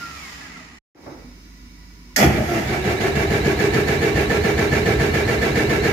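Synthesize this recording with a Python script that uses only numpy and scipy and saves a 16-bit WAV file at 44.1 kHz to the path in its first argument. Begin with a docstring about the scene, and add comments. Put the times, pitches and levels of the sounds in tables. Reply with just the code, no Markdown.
"""A steel engine room with a marine diesel. Gears coast down with a falling whine; after a short
silence the room hums and something heavy clunks. Starting air bursts in and the engine turns over,
quickening to seven working cycles a second: in each one the valve gear clatters, the block thumps
and the gears whistle as the crank surges."""
import sys
import numpy as np
from scipy import signal
from scipy.fft import rfft, irfft
from scipy.io import wavfile
from scipy.ndimage import uniform_filter1d

SR = 44100
rng = np.random.default_rng(int(sys.argv[2]) if len(sys.argv) > 2 else 0)


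def to_wav(s):
    """Save 16-bit WAV."""
    ch = np.atleast_2d(s).T  # columns
    pcm = np.round(np.clip(ch, -1, 1) * 32767)  # PCM
    wavfile.write(sys.argv[1], SR, pcm.astype(np.int16))


N = 261072
TIME, FREQS = np.arange(N) / SR, np.maximum(np.fft.rfftfreq(N, 1 / SR), 1)
SILENCE_FROM_S, SILENCE_TO_S = .787, .95


def from_db(db):
    """Decibels to gain."""
    return 10 ** (np.asarray(db) / 20)


def unit_power(x):
    """Scale to an RMS of 1."""
    return x / np.sqrt(np.mean(x ** 2) + 1e-20)


def eq_curve(points):
    """Join (Hz, dB) points along a log-frequency axis."""
    hz, db = np.transpose(points)
    return np.interp(np.log(FREQS), np.log(hz), db)


def drift(rate_hz):
    """A random wobble of spread 1, mostly slower than the given rate."""
    return unit_power(irfft(rfft(rng.standard_normal(N)) / (1 + (FREQS / rate_hz) ** 2), N))


def envelope(start_s, attack_s, hold_s, fall_db_per_s):
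    """A straight attack, a hold and an exponential release."""
    since = TIME - start_s
    release = from_db(-fall_db_per_s * np.maximum(since - attack_s - hold_s, 0))
    return np.clip(since / attack_s, 0, 1) * release


def swell(peak_s, half_s):
    """A single bell-shaped swell of height 1."""
    return np.exp(-((TIME - peak_s) / half_s) ** 2)


def cycle_offset(phase, peak):
    """Signed distance from the nearest peak, in cycles."""
    return (phase - peak + .5) % 1 - .5


def bump(phase, peak, half):
    """A swell of height 1 that returns at the same point of every cycle."""
    return np.exp(-(cycle_offset(phase, peak) / half) ** 2)


def tone(hz, flutter, rough_db):
    """A gliding tone of unit power that wavers in pitch and strength."""
    angle = 2 * np.pi * np.cumsum(hz * (1 + flutter * drift(58.4))) / SR
    return unit_power(np.sin(angle) * from_db(rough_db * drift(54)))


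def ring(clicks, hz, t60):
    """A unit click sets a decaying sine of height 1 ringing."""
    r, w = from_db(-60 / (t60 * SR)), 2 * np.pi * hz / SR
    return signal.lfilter([0, np.sin(w)], [1, -2 * r * np.cos(w), r * r], clicks + 1e-18)


def reflect(x, t60, wet_db):
    """Steel walls add a dense tail, different at each ear; the power is kept."""
    tail = rng.standard_normal((2, SR // 2)) * from_db(-60 * TIME[:SR // 2] / t60)
    tail /= np.sqrt(np.sum(tail ** 2, axis=1, keepdims=True))
    wet = from_db(wet_db) * signal.fftconvolve(x[None], tail, axes=1)[:, :N]
    return unit_power(x + wet) * np.std(x)


def standing_waves(depth_db=4, spacing_hz=24.36):
    """Reflections between steel surfaces leave narrow peaks and dips above 500 Hz: two curves in dB."""
    grid = np.arange(0, SR / 2, spacing_hz)
    ripple = np.array([np.interp(FREQS, grid, row) for row in rng.standard_normal((len(grid), 2)).T])
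    return depth_db * ripple * np.clip(FREQS / 1000 - .5, 0, 1)


# Stereo width, narrow in the bass. Each row: frequency in Hz, side minus mid in dB.
STEREO_WIDTH = [(60, -14.5), (150, -20.5), (300, -10), (550, -6), (1100, 1), (15000, -.5)]

def colour(pair, spectrum):
    """Two unrelated signals become mid and side of one sound with this spectrum and steep skirts."""
    outside = np.maximum(spectrum[0][0] / FREQS, 1) * np.maximum(FREQS / spectrum[-1][0], 1)
    mid, side = rfft(pair) * from_db(eq_curve(spectrum) + standing_waves()) / outside ** 8
    mid, side = irfft(mid, N), irfft(side * from_db(eq_curve(STEREO_WIDTH)), N)
    return np.array([mid + side, mid - side]) / np.std(mid)


def noise(spectrum):
    """Steady stereo noise, shaped by (Hz, dB) points."""
    return colour(rng.standard_normal((2, N)), spectrum)


def bearing(start_hz=1405, sag_hz_per_s=520):
    """A bearing sings briefly, sagging as the gears slow."""
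    singing = tone(np.maximum(start_hz - sag_hz_per_s * TIME, 100), flutter=.007, rough_db=2.5)
    return from_db(-39) * envelope(0, attack_s=.017, hold_s=.057, fall_db_per_s=91) * singing


# The gears' slowdown. Each row: time in seconds, tooth rate in Hz.
COAST_TOOTH_RATE = [(0, 1410), (.08, 1345), (.19, 1165), (.25, 1092), (.345, 960), (.43, 863), (.565, 688),
                    (.79, 472)]
# Their whine. Each row: multiple of the tooth rate, level in dB before fading.
WHINE_HARMONICS = [(1, -47.5), (2, -54), (3, -61)]
# Loaded teeth. Each row: peak and half length in seconds, multiple of the tooth rate, level in dB.
TOOTH_SQUEAKS = [(0.031, 0.014, 1, -38), (0.15, 0.021, 1, -51), (0.188, 0.025, 2, -44),
                 (0.247, 0.016, 2, -39.5), (0.297, .015, 2, -42), (0.347, .018, 2, -46),
                 (0.428, 0.011, 2, -44), (0.472, 0.014, 2, -49), (0.559, 0.025, 3, -45.5),
                 (0.569, 0.0092, 2, -42.5), (0.618, 0.011, 1, -50.5)]
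# The gears' rattle. Each row: frequency in Hz, relative level in dB.
RATTLE_SPECTRUM = [(260, -34), (450, -0.5), (477, -13), (802, -4.5), (1030, -5), (1350, -2), (1520, -5),
                   (2100, -0.5), (2800, -8.5), (3530, -13.5), (5100, -11), (5750, -14.5), (7070, -13.5),
                   (8320, -28), (13000, -29.5), (15500, -50)]

def coasting_gears(fade_from_s=.49, housing_hz=1300):
    """Free-running gears whine, squeak and rattle as they slow; their housing radiates lows poorly."""
    fading_s = np.maximum(TIME - fade_from_s, 0)
    tooth_hz = np.interp(TIME, *np.transpose(COAST_TOOTH_RATE))
    angle = 2 * np.pi * np.cumsum(tooth_hz * (1 + .0075 * drift(125))) / SR
    whine = 0
    for k, db in WHINE_HARMONICS:
        level = from_db(db - 3.9 * TIME - 20 * fading_s + 3.3 * drift(50))
        radiated = np.minimum(k * tooth_hz / housing_hz, 1) ** 2
        whine += level * radiated * np.sin(k * angle)
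    for peak_s, half_s, k, db in TOOTH_SQUEAKS:
        whine += from_db(db) * swell(peak_s, half_s) * np.sqrt(2) * np.sin(k * angle)
    rattle = from_db(-42.5 - 26 * fading_s + 1.1 * drift(90)) * noise(RATTLE_SPECTRUM)
    return rattle + reflect(whine + bearing(), t60=.2, wet_db=-7)


# A thin, breathy hiss. Each row: frequency in Hz, relative level in dB.
SIGH_SPECTRUM = [(2800, 1), (4200, -4), (5200, 2.5), (5900, -3), (7000, -1), (8300, -14), (13000, -13),
                 (15000, -18)]

def sigh():
    """Spent air sighs out while the gears coast."""
    return from_db(-47) * swell(peak_s=.27, half_s=.19) * noise(SIGH_SPECTRUM)


# The low and high beds of room tone. Each row: frequency in Hz, relative level in dB.
RUMBLE_SPECTRUM = [(36, -25), (62, -0.5), (113, -14.5), (178, -5.5), (220, -13.5), (244, -8.5),
                   (308, -10.5), (365, -19.5), (433, -23), (480, -33), (620, -56), (1060, -120)]
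HISS_SPECTRUM = [(260, -44), (450, -10), (851, -10.5), (1080, -9.5), (1450, -7.5), (1680, -9), (2200, -3.5),
                 (2470, -9), (2650, -7), (3100, -14), (4400, -11), (5050, -4), (5700, -10.5), (7000, -13),
                 (7500, -22), (15500, -22)]
# Whistling ducts. Each row: centre in Hz, width in Hz, level in dB.
DUCT_RESONANCES = [(974, 71, -65), (2290, 90, -63), (3760, 60, -69), (5180, 220, -65)]

def room_tone():
    """A rumble and hiss die away with the coasting gears; after the silence, steady room tone
    fades in with whistling ducts."""
    fading = from_db(-43.5 - 5 * TIME) * noise(RUMBLE_SPECTRUM)
    fading += from_db(-43.5 - 32 * TIME) * noise(HISS_SPECTRUM)
    steady = from_db(-48) * noise(RUMBLE_SPECTRUM) + from_db(-55) * noise(HISS_SPECTRUM)
    for hz, width_hz, db in DUCT_RESONANCES:
        resonance = 1 / (1 + (2 * (FREQS - hz) / width_hz) ** 2)
        steady += from_db(db) * unit_power(irfft(rfft(rng.standard_normal((2, N))) * resonance, N))
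    fade_in = np.clip((TIME - SILENCE_TO_S) / .11 + .13, 0, 1)
    return (TIME < SILENCE_FROM_S) * fading + fade_in * steady


# Distant knocks. Each row: start in seconds, level in dB.
PLATE_BLOWS = [(0.499, -45.5), (0.564, -42), (1.08, -59), (1.245, -39.5), (1.634, -46), (2.05, -48)]
# The plate's boom. Each row: pitch in Hz, gain in dB, seconds to fall 60 dB.
PLATE_MODES = [(174, -8, 0.97), (247.7, 1.5, 0.41), (272, -8, 0.31)]

def deck_plate():
    """Soft far blows ring a deck plate, blurred by the room."""
    clicks = np.zeros(N)
    for start_s, db in PLATE_BLOWS:
        clicks[int(start_s * SR)] = from_db(db)
    ringing = sum(ring(clicks * from_db(db), hz, t60) for hz, db, t60 in PLATE_MODES)
    return reflect(ringing, t60=.31, wet_db=-18)


# The clunk's dull body. Each row: frequency in Hz, relative level in dB.
CLUNK_SPECTRUM = [(59, -40), (100, -14), (133, -2), (203, -30), (243, -6), (310, 0), (350, -5.5),
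                  (2010, -27.5), (2600, -34), (3380, -64), (5720, -120)]

def clunk(slide_s=.926, hit_s=1.061):
    """Something heavy slides, then clunks home with a short, brighter contact."""
    slide = from_db(-48.5) * envelope(slide_s, attack_s=.046, hold_s=.088, fall_db_per_s=92)
    blow = from_db(-41) * envelope(hit_s, attack_s=.0075, hold_s=.072, fall_db_per_s=77)
    contact = from_db(-41.5) * envelope(hit_s, attack_s=.001, hold_s=.02, fall_db_per_s=220)
    body = (slide + blow) * from_db(1.3 * drift(56)) * noise(CLUNK_SPECTRUM)
    return body + contact * noise([(500, 2), (1600, -15)])


def generator_hum(start_s=1.1, hz=49.7):
    """A generator's low hum fades in and stays."""
    level = np.clip((TIME - start_s) / .13, 0, 1) * from_db(-45 + .54 * drift(6))
    return level * np.sqrt(2) * np.sin(2 * np.pi * hz * TIME)


def lever(start_s=2.095):
    """The starting lever gives a faint squeak just before the air comes."""
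    squeak = tone(hz=1000, flutter=.04, rough_db=3)
    return from_db(-56) * envelope(start_s, attack_s=.009, hold_s=.012, fall_db_per_s=400) * squeak


# Bright jet, roaring pipes and deep boom. Each row: frequency in Hz, relative level in dB.
JET_SPECTRUM = [(590, -48), (1000, -15), (1170, -17), (1370, -1), (1600, -9.5), (1870, 7), (2080, 4),
                (2500, -12.5), (3910, -10.5), (5230, -2.5), (5700, -5.5), (6220, -4.5), (6950, -5),
                (8440, -17.5), (12600, -8.5), (15500, -23)]
ROAR_SPECTRUM = [(120, -40), (200, -2.5), (301, -5), (342, -10.5), (591, -8), (720, -3), (879, -8),
                 (1040, -24), (1350, -14.5), (1600, -22), (1900, -13.5), (2600, -19), (3380, -24.5),
                 (5720, -120)]
BOOM_SPECTRUM = [(29, -41), (50, -30), (70, -1), (100, -7), (132, 1.5), (165, -6.5), (215, -2), (284, -11),
                 (332, -4), (450, -11.5), (580, -37), (990, -120)]
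# Filling cylinders. Each row: start, attack and hold in seconds, fall in dB per second, level in dB.
CYLINDER_BOOMS = [(2.192, 0.018, 0.12, 118, -26), (2.23, .018, 0.031, 300, -16),
                  (2.332, 0.011, 0.065, 113, -24), (2.555, .015, .03, 150, -29.5)]

def starting_air(opens_s=2.161, shuts_s=2.7):
    """The valve cracks open, pipes roar and cylinders boom; air flows on weakly until it shuts."""
    flow = envelope(opens_s, attack_s=.013, hold_s=shuts_s - opens_s - .06, fall_db_per_s=159)
    crack = from_db(-21.5) * envelope(opens_s, attack_s=.00063, hold_s=.0026, fall_db_per_s=750)
    burst = from_db(-25.5) * envelope(opens_s, attack_s=.0012, hold_s=.07, fall_db_per_s=260)
    puff = from_db(-47) * envelope(2.42, attack_s=.12, hold_s=.01, fall_db_per_s=170)
    rush = from_db(-14.5) * envelope(2.165, attack_s=.059, hold_s=.0056, fall_db_per_s=192)
    filling = sum(from_db(db) * envelope(*shape) for *shape, db in CYLINDER_BOOMS)
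    jet = (crack + burst + puff + from_db(-44) * flow) * from_db(.96 * drift(120)) * noise(JET_SPECTRUM)
    roar = (rush + from_db(-33) * flow) * from_db(.94 * drift(70)) * noise(ROAR_SPECTRUM)
    return jet + roar + filling * noise(BOOM_SPECTRUM)


def crank(start_s, first_speed=.321, run_up_s=.41, full_cycles_per_s=7.16):
    """The run-up: share of full speed, cycles done, and the present cycle's age in samples."""
    speed = 1 - (1 - first_speed) * np.exp(-np.maximum(TIME - start_s, 0) / run_up_s)
    cycles = np.cumsum(speed * (TIME > start_s)) * full_cycles_per_s / SR
    began = np.searchsorted(cycles, np.floor(cycles), side="right")
    return speed, cycles, np.maximum(np.arange(N) - began, 0)


def contacts(age, spectrum, alike, grain_db):
    """Dense contacts of uneven size: the share `alike` falls the same way in every cycle."""
    same, fresh = (rng.standard_normal((2, N)) * from_db(grain_db * drift(226)) for _ in range(2))
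    return colour(np.sqrt(alike) * same[:, age] + np.sqrt(1 - alike) * fresh, spectrum)


# The weight of the block. Each row: frequency in Hz, relative level in dB.
THUMP_SPECTRUM = [(21, -46), (35, -36), (70, 2.5), (102, -5), (135, 3.5), (163, -5), (215, -4), (276, -7.5),
                  (318, -2), (354, -5.5), (380, -10.5), (490, -6.5), (840, -120)]

def block_thump(cycles, age, slow):
    """The block thumps early in each cycle and dips near its end, more deeply at low speed."""
    push_db = 1.8 * bump(cycles, peak=.21, half=.61)
    dip_db = (1.5 + 26 * slow * (cycles > .6)) * bump(cycles, peak=.89, half=.13)
    level = from_db(-25.5 - 14 * slow + push_db - dip_db)
    return level * contacts(age, THUMP_SPECTRUM, alike=.42, grain_db=1)


# Bass notes of one cycle. Each row: peak and half length in cycles, pitch in Hz,
# glide in octaves per cycle, relative level in dB.
PRESSURE_THROBS = [(.005, .08, 78, 1, -0.5), (.08, .06, 134.5, 2, -1), (.145, 0.05, 214.1, 0, 2),
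                   (.24, .085, 135.1, -1, -1), (.4, .07, 105, -2, -3.5), (.84, .06, 77.9, 0, -1.5)]

def block_throbs(phase, slow):
    """Pressure swings in the block: a deep push, a swoop upward as the cylinder fires, and a sag."""
    out = 0
    for peak, half, hz, glide, db in PRESSURE_THROBS:
        note = tone(hz * 2 ** (glide * cycle_offset(phase, peak)), flutter=.04095, rough_db=0)
        out += from_db(db) * bump(phase, peak, half) * note
    return from_db(-23.5 - 26 * slow + 1.1 * drift(5.4)) * out


# The valve gear's clatter. Each row: frequency in Hz, relative level in dB.
CLATTER_SPECTRUM = [(270, -21), (460, -4.5), (591, -2.5), (705, -2), (1030, -12.5), (1430, -11.5),
                    (1760, -8), (1920, -13), (2160, -7.5), (3030, -18.5), (4180, -23.5), (6800, -26.5),
                    (7990, -33), (14000, -34), (15500, -44)]

def valve_clatter(age, drive_db):
    """The valve gear's many small contacts blur into a clatter."""
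    return from_db(-26 + drive_db) * contacts(age, CLATTER_SPECTRUM, alike=.41, grain_db=1)


# Six cams load the gears. Each row: peak and half length in cycles, relative level in dB.
CAM_LOADS = [(.155, .038, -1), (0.258, .042, 3), (.42, 0.056, 4.5), (.56, 0.025, -11), (.7, .075, 3.5),
             (.875, .048, -1)]

def timing_gears(phase, age, slow, tooth_hz, lull_db):
    """The same teeth meet in every cycle, churning and growling as the cams load them."""
    wander_db = drift(6.5)
    churn = contacts(age, [(310, .18), (430, -2.2)], alike=.62, grain_db=4)
    churn *= from_db(-30 - 36.5 * slow + wander_db + lull_db)
    drag = from_db(-8.5) * np.sin(np.pi * phase)
    load = drag + sum(from_db(db) * bump(phase, peak, half) for peak, half, db in CAM_LOADS)
    surge = 1 + .17 * bump(phase, peak=.1665, half=.1004)   # each firing speeds the crank briefly
    teeth = np.cumsum(tooth_hz * surge) / SR
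    teeth_this_cycle = teeth - teeth[np.arange(N) - age]
    mesh = np.sin(2 * np.pi * teeth_this_cycle + .4 * drift(25)) * from_db(1.46 * drift(23))
    growl = from_db(-24.5 - 46.5 * slow + wander_db) * load * unit_power(mesh)
    return churn + reflect(growl, t60=.25, wet_db=-10)


# Squealing parts. Each row: peak and half length in cycles, multiple of the tooth rate,
# glide in octaves per cycle, flutter as a share of the pitch, relative level in dB.
CAM_SQUEALS = [(.075, .04, 4.33, -.2, .007, 0.5), (.16, .055, 4.28, -.15, .01, 1),
               (.17, .05, 5.33, .1, 0.0117, -5.5), (.31, 0.048, 4.17, -0.54, 0.0262, -1),
               (.32, 0.046, 5.93, -.2, .018, -8), (.42, .08, 3.8, -.5, .028, -5.5),
               (.6, .05, 4.0, .3, 0.0199, -8.5), (.82, .07, 4.2, 0, 0.0202, -17)]

def squeals(phase, slow, tooth_hz, effort_db):
    """Each driven part rasps briefly under its cam, gliding as the crank surges or sags."""
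    out = 0
    for peak, half, multiple, glide, flutter, db in CAM_SQUEALS:
        hz = multiple * tooth_hz * 2 ** (glide * cycle_offset(phase, peak)) * (1 + .006 * drift(8))
        rasp = tone(hz, flutter, rough_db=1.8) * from_db(1.2 * drift(8))
        out += from_db(db) * bump(phase, peak, half) * rasp
    return reflect(from_db(-26 - 15 * slow + effort_db) * out, t60=.06, wet_db=-1)


# The gear cover's resonances. Each row: frequency in Hz, gain in dB.
COVER_RESPONSE = [(2800, -18), (3450, -7), (3630, -2), (3750, -4.5), (3860, -1), (3980, -4), (4120, 1.5),
                  (4280, -7), (4420, -1.5), (4650, -12), (6000, -25)]

def gear_whistle(phase, slow, tooth_hz, multiple=9.75, swing=.1):
    """A fast gear whistles through its cover, climbing and falling with every surge of the crank."""
    hz = multiple * tooth_hz * (1 + swing * np.cos(2 * np.pi * (phase - .07)))
    level_db = -41 - 4 * bump(phase, peak=.49, half=.12) + 3 * bump(phase, peak=.87, half=.075)
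    rasp = from_db(level_db) * tone(hz * (1 + .029 * drift(600)), flutter=.005, rough_db=1.8)
    sung = irfft(rfft(rasp) * from_db(eq_curve(COVER_RESPONSE)), N)
    return from_db(-26 * slow) * reflect(sung, t60=.05, wet_db=-4)


# Escaping gas. Each row: frequency in Hz, relative level in dB.
CHUFF_SPECTRUM = [(1500, -1), (1850, 9.5), (2250, 5.5), (2700, -1.5), (3350, 3), (3900, -1.5), (4900, 0),
                  (5450, -5.5), (5900, -36), (6650, 2), (7100, 1.5), (7500, -17.5), (14000, -13)]

def chuffs(age, slow, delay_s=.0004, attack_s=.0057, fall_db_per_s=118):
    """Each firing lets out a sharp, spluttering puff of gas at the start of the cycle."""
    since = age / SR - delay_s
    splutter_db = 1.9 * drift(8) + 3 * drift(250)
    level = from_db(-35 - 22 * slow - fall_db_per_s * since + splutter_db)
    return np.clip(since / attack_s, 0, 1) * level * noise(CHUFF_SPECTRUM)


# The first strokes on air. 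Each row: peak and half length in seconds, pitch in Hz,
# then levels in dB of the fundamental, its octave and its double octave.
AIR_GROANS = [(2.404, 0.041, 320, -39, -26, -46), (2.538, 0.071, 332.4, -25.5, -26, -39),
              (2.745, 0.029, 360, -25, -27, -40), (2.9, 0.05, 362.2, -24.5, -26.5, -51),
              (3.065, 0.034, 364.7, -22.5, -26.5, -37)]

def groans(sag_octaves_per_s=.9):
    """Air forced through the cylinders groans hoarsely, sagging in pitch."""
    out = 0
    for peak_s, half_s, hz, *levels_db in AIR_GROANS:
        sag = 2 ** (-sag_octaves_per_s * np.clip(TIME - peak_s, -.5, .5))
        angle = 2 * np.pi * np.cumsum(hz * sag * (1 + .045 * drift(120))) / SR
        voice = sum(from_db(db) * np.sin(2 ** octave * angle) for octave, db in enumerate(levels_db))
        hoarseness = unit_power(from_db(3.5 * drift(70)))
        out += swell(peak_s, half_s) * np.sqrt(2) * voice * hoarseness
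    return reflect(out, t60=.25, wet_db=-5.5)


# The valve rhythm. Each row: position as a share of the cycle, accent in dB.
VALVE_STRIKES = [(0.051, -2), (.13, 0), (.3, 4), (.38, 4), (.5, -1), (0.619, -14), (.74, -0.5)]
# The cylinder heads' ring. Each row: pitch in Hz, level in dB, seconds to fall 60 dB.
CYLINDER_HEAD_MODES = [(688, -32.5, 0.058), (784.4, -36, 0.11), (1121, -39.5, 0.22), (1356, -39.5, 0.12),
                       (1488, -46, 0.073), (1603, -40.5, 0.1), (1763, -36.5, 0.064), (1960, -44, .05),
                       (2390, -42, 0.13), (2716, -40.5, 0.13), (3170, -49.5, 0.12), (6230, -44, 0.025)]

def valve_knocks(cycles, effort_db, scatter_db=4):
    """From the second cycle on, rockers and valves strike the heads at the same crank angles."""
    position, accent_db = np.transpose(VALVE_STRIKES)
    cycle_starts = np.arange(1, cycles[-1])
    hits = np.searchsorted(cycles, (cycle_starts[:, None] + position).ravel())
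    accent_db = np.tile(accent_db, len(cycle_starts))[hits < N]
    hits = hits[hits < N]
    out = 0
    for hz, db, t60 in CYLINDER_HEAD_MODES:
        uneven_db = scatter_db * rng.standard_normal(len(hits))
        clicks = np.zeros(N)
        clicks[hits] = from_db(db + accent_db + effort_db[hits] + uneven_db)
        out += ring(clicks, hz, t60)
    return reflect(out, t60=.29, wet_db=-1)


def engine(start_s=2.2, full_tooth_hz=409.7):
    """The crank drives block, valves and gears, all growing louder as it gathers speed."""
    speed, cycles, age = crank(start_s)
    phase, slow = cycles % 1, 1 - speed
    tooth_hz = full_tooth_hz * speed ** .65
    # At low speed the clatter is weaker and its weight falls late in the cycle.
    late_db = 14 * (cycles > .5) * (.3 - bump(phase, peak=.17, half=.18))
    effort_db = slow * (late_db - 12.5)
    lull_db = np.interp(phase, [0, .11, .55, .77], [-5, 0, 0, -5])   # eases off between cycles
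    parts = (block_thump(cycles, age, slow) + block_throbs(phase, slow)
             + valve_clatter(age, effort_db + lull_db)
             + timing_gears(phase, age, slow, tooth_hz, lull_db)
             + squeals(phase, slow, tooth_hz, effort_db) + valve_knocks(cycles, effort_db)
             + gear_whistle(phase, slow, tooth_hz) + chuffs(age, slow) + groans())
    return np.clip((TIME - start_s) / .028, 0, 1) * parts


# Panning of the engine and its air. Each row: frequency in Hz, left minus right in dB.
ENGINE_PAN = [(70, -1), (200, -1), (420, 0), (700, -0.5), (1400, -3.5), (2800, -3.5), (5500, -8),
              (9000, -0.5), (14000, -3.5)]

def scene():
    """The machinery leans to the right; everything falls silent for a moment after the coast-down."""
    pan = from_db(eq_curve(ENGINE_PAN) * [[.5], [-.5]])
    machinery = irfft(rfft(engine() + starting_air()) * pan, N)
    coast_down = (TIME < SILENCE_TO_S) * (coasting_gears() + sigh())
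    room = coast_down + room_tone() + deck_plate() + clunk() + generator_hum() + lever()
    sounding = (TIME < SILENCE_FROM_S) | (TIME > SILENCE_TO_S)
    gate = uniform_filter1d(sounding.astype(float), SR // 200)   # 5 ms fades
    return gate * (machinery + room * from_db([[-1.1], [1.1]]))


def record(dry):
    """The deepest bass is lost, peaks are rounded, the top is cut."""
    low_cut = signal.butter(2, 28, "high", fs=SR, output="sos")
    high_cut = signal.ellip(10, .1, 90, 15500, fs=SR, output="sos")
    rounded = 1.472 * np.tanh(signal.sosfilt(low_cut, dry) / 1.516)
    return signal.sosfilt(high_cut, rounded)


dry = scene()
out = record(dry)
to_wav(out)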